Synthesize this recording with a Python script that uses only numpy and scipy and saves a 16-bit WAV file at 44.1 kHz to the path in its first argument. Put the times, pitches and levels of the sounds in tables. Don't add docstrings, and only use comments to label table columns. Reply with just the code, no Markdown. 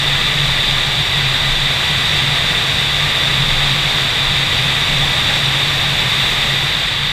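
import sys
import numpy as np
from scipy.fft import rfft, irfft, next_fast_len
from scipy.io import wavfile
from scipy.ndimage import map_coordinates

SR = 44100
rng = np.random.default_rng(int(sys.argv[2]) if len(sys.argv) > 2 else 0)


def wav_out(sig):
    wavfile.write(sys.argv[1], SR, np.round(np.clip(np.atleast_2d(sig).T, -1, 1) * 32767).astype(np.int16))


N = 313989


def amp(db):
    return 10 ** (np.asarray(db) / 20)


def unit(x):
    return x / np.sqrt(np.mean(x ** 2) + 1e-20)


def along(points, hz):
    point_hz, values = np.transpose(points)
    return np.interp(np.log(hz + 1), np.log(point_hz + 1), values)


def wobble(rate):
    knots = rng.standard_normal(4096)
    position = np.arange(N) * rate / SR
    return unit(map_coordinates(knots, [position], mode="wrap"))


def swell(start, length, ramp_s):
    t = np.arange(N) / SR
    outside = np.maximum(start - t, t - start - length)
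    return np.cos(np.pi / 2 * np.clip(outside / ramp_s, 0, 1)) ** 2


def swells(rows, ramp_s):
    return sum(amp(db) * swell(start, length, ramp_s) for start, length, db in rows)


def filtered(x, response):
    size = next_fast_len(N + SR // 2)
    spectrum = rfft(x, size) * response(np.fft.rfftfreq(size, 1 / SR))
    return irfft(spectrum, size)[..., :N]


def turbulence(response):
    return unit(filtered(rng.standard_normal(N), response))


def resonance(hz, centre_hz, width_hz):
    detuning = (hz ** 2 - centre_hz ** 2) / (hz * width_hz + 1e-9)
    return 1 / (1 + detuning ** 2)


# (frequency [Hz], density [dB per Hz])
RUSH_COLOUR = [(120, -20), (230, -14.5), (310, -15), (450, -14.5), (900, -12), (1380, -13.5), (1700, -9),
               (2400, -7), (3000, -9), (4250, -36), (6200, -27.5), (7900, -25.5), (9400, -34),
               (15200, -43.5)]
# (centre [Hz], width [Hz], relative level [dB])
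HOUSING_RESONANCES = [(815, 53, -15.5), (1184, 123, -10), (1830, 33, -8), (1979, 93, -4.5),
                      (3240, 130, -5.5), (3573, 350, 0.9), (3856, 354, -4), (4460, 145, -13),
                      (4680, 430, -14), (5180, 250, -22.6), (5620, 480, -21.5), (6630, 350, -27.5),
                      (7530, 1660, -33), (10270, 1000, -37), (12300, 1200, -33), (13210, 810, -39.4)]


def housing(hz):
    rush = amp(along(RUSH_COLOUR, hz)) ** 2
    ringing = sum((amp(db) * resonance(hz, centre, width)) ** 2 for centre, width, db in HOUSING_RESONANCES)
    return np.sqrt(rush + ringing)


# (level at 0 dB flow [dB], growth [dB per dB of flow])
EDDY_LEVELS = [(-28.8, 1.3), (-20.5, 0.73), (-18.1, 0.4), (-33, 1.15)]


def airflow(flow_db, flutter_db=0.23, drift_db=0.14):
    edges_hz = [0, 1050, 3100, 4950, SR / 2]
    air = np.zeros(N)
    for (db, growth), low, high in zip(EDDY_LEVELS, edges_hz, edges_hz[1:]):
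        level_db = db + growth * flow_db + drift_db * wobble(rate=6)
        band = turbulence(lambda hz: housing(hz) * (hz >= low) * (hz < high))
        air += amp(level_db) * band
    return air * amp(flutter_db * wobble(rate=25))


# (frequency [Hz], relative density [dB per Hz])
BUFFET_COLOUR = [(10, -32), (30, -2), (75, -2), (100, -0.5), (135, 0.5), (190, -6.5), (225, -14.5),
                 (400, -45), (1000, -90)]


def buffet(flow_db, level_db=-28.0, growth=0.7):
    rumble = turbulence(lambda hz: amp(along(BUFFET_COLOUR, hz)))
    return amp(level_db + growth * flow_db) * rumble


# (start [s], length [s], level [dB])
HUM_SURGES = [(.08, 0.098, -26), (.37, .15, -24.5), (1.16, 0.15, -25.5), (1.44, 0.055, -24),
              (1.91, 0.061, -26), (2.22, 0.12, -22.5), (2.77, 0.031, -26), (3.34, .13, -22.5),
              (3.52, 0.14, -28), (3.72, 0.061, -21.5), (4.6, 0.054, -23), (4.95, 0.053, -24),
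              (5.44, 0.072, -23), (5.65, 0.035, -25), (5.87, 0.059, -24)]


def hum(flow_db, level_db=-29.0, growth=0.88, throb_db=3, waver_hz=4, rough=0.47, centre_hz=139, width_hz=45):
    pitch_hz = centre_hz + waver_hz * wobble(rate=14)
    swing = np.sqrt(2) * np.sin(2 * np.pi * np.cumsum(pitch_hz) / SR)
    pushes = turbulence(lambda hz: resonance(hz, centre_hz, width_hz))
    throb = amp(level_db + growth * flow_db) * unit(amp(throb_db * wobble(rate=22)))
    level = np.hypot(throb, swells(HUM_SURGES, ramp_s=0.038))
    return level * unit(swing + rough * pushes)


# (start [s], length [s], level [dB])
ROCKING_GUSTS = [(.1, 0.68, -28.5), (1.32, .3, -27), (3.45, 0.22, -27), (4.28, .08, -28), (4.9, 0.18, -28)]


def shake(level_db=-36, centre_hz=23, width_hz=11):
    rocking = np.hypot(amp(level_db), swells(ROCKING_GUSTS, ramp_s=0.1))
    return rocking * turbulence(lambda hz: resonance(hz, centre_hz, width_hz))


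# (start [s], length [s], level [dB], pitch [Hz], width [Hz])
EDGE_WHISTLES = [(2.05, .9, -52, 8900, 700), (1.1, .15, -54, 11950, 750), (5.8, .85, -49, 11950, 750)]


def edge_whistles():
    whistles = np.zeros(N)
    for start, length, db, centre_hz, width_hz in EDGE_WHISTLES:
        tone = turbulence(lambda hz: resonance(hz, centre_hz, width_hz))
        whistles += amp(db) * swell(start, length, ramp_s=0.3) * tone
    return whistles


# (time [s], level [dB])
FLOW_STRENGTH = [(0, 0), (.3, 0), (.85, -0.5), (1.8, -0.2), (2.2, .3), (4.5, 0), (5.3, 1.06), (5.7, 0),
                 (6.4, 0.5), (7.12, -3.5)]


def scene():
    times, levels = np.transpose(FLOW_STRENGTH)
    flow_db = np.interp(np.arange(N) / SR, times, levels)
    mono = airflow(flow_db) + buffet(flow_db) + hum(flow_db) + shake() + edge_whistles()
    return np.array([mono, mono])


def record(dry, top_hz=15280):
    return filtered(dry, lambda hz: hz < top_hz)


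dry = scene()
out = record(dry)
wav_out(out)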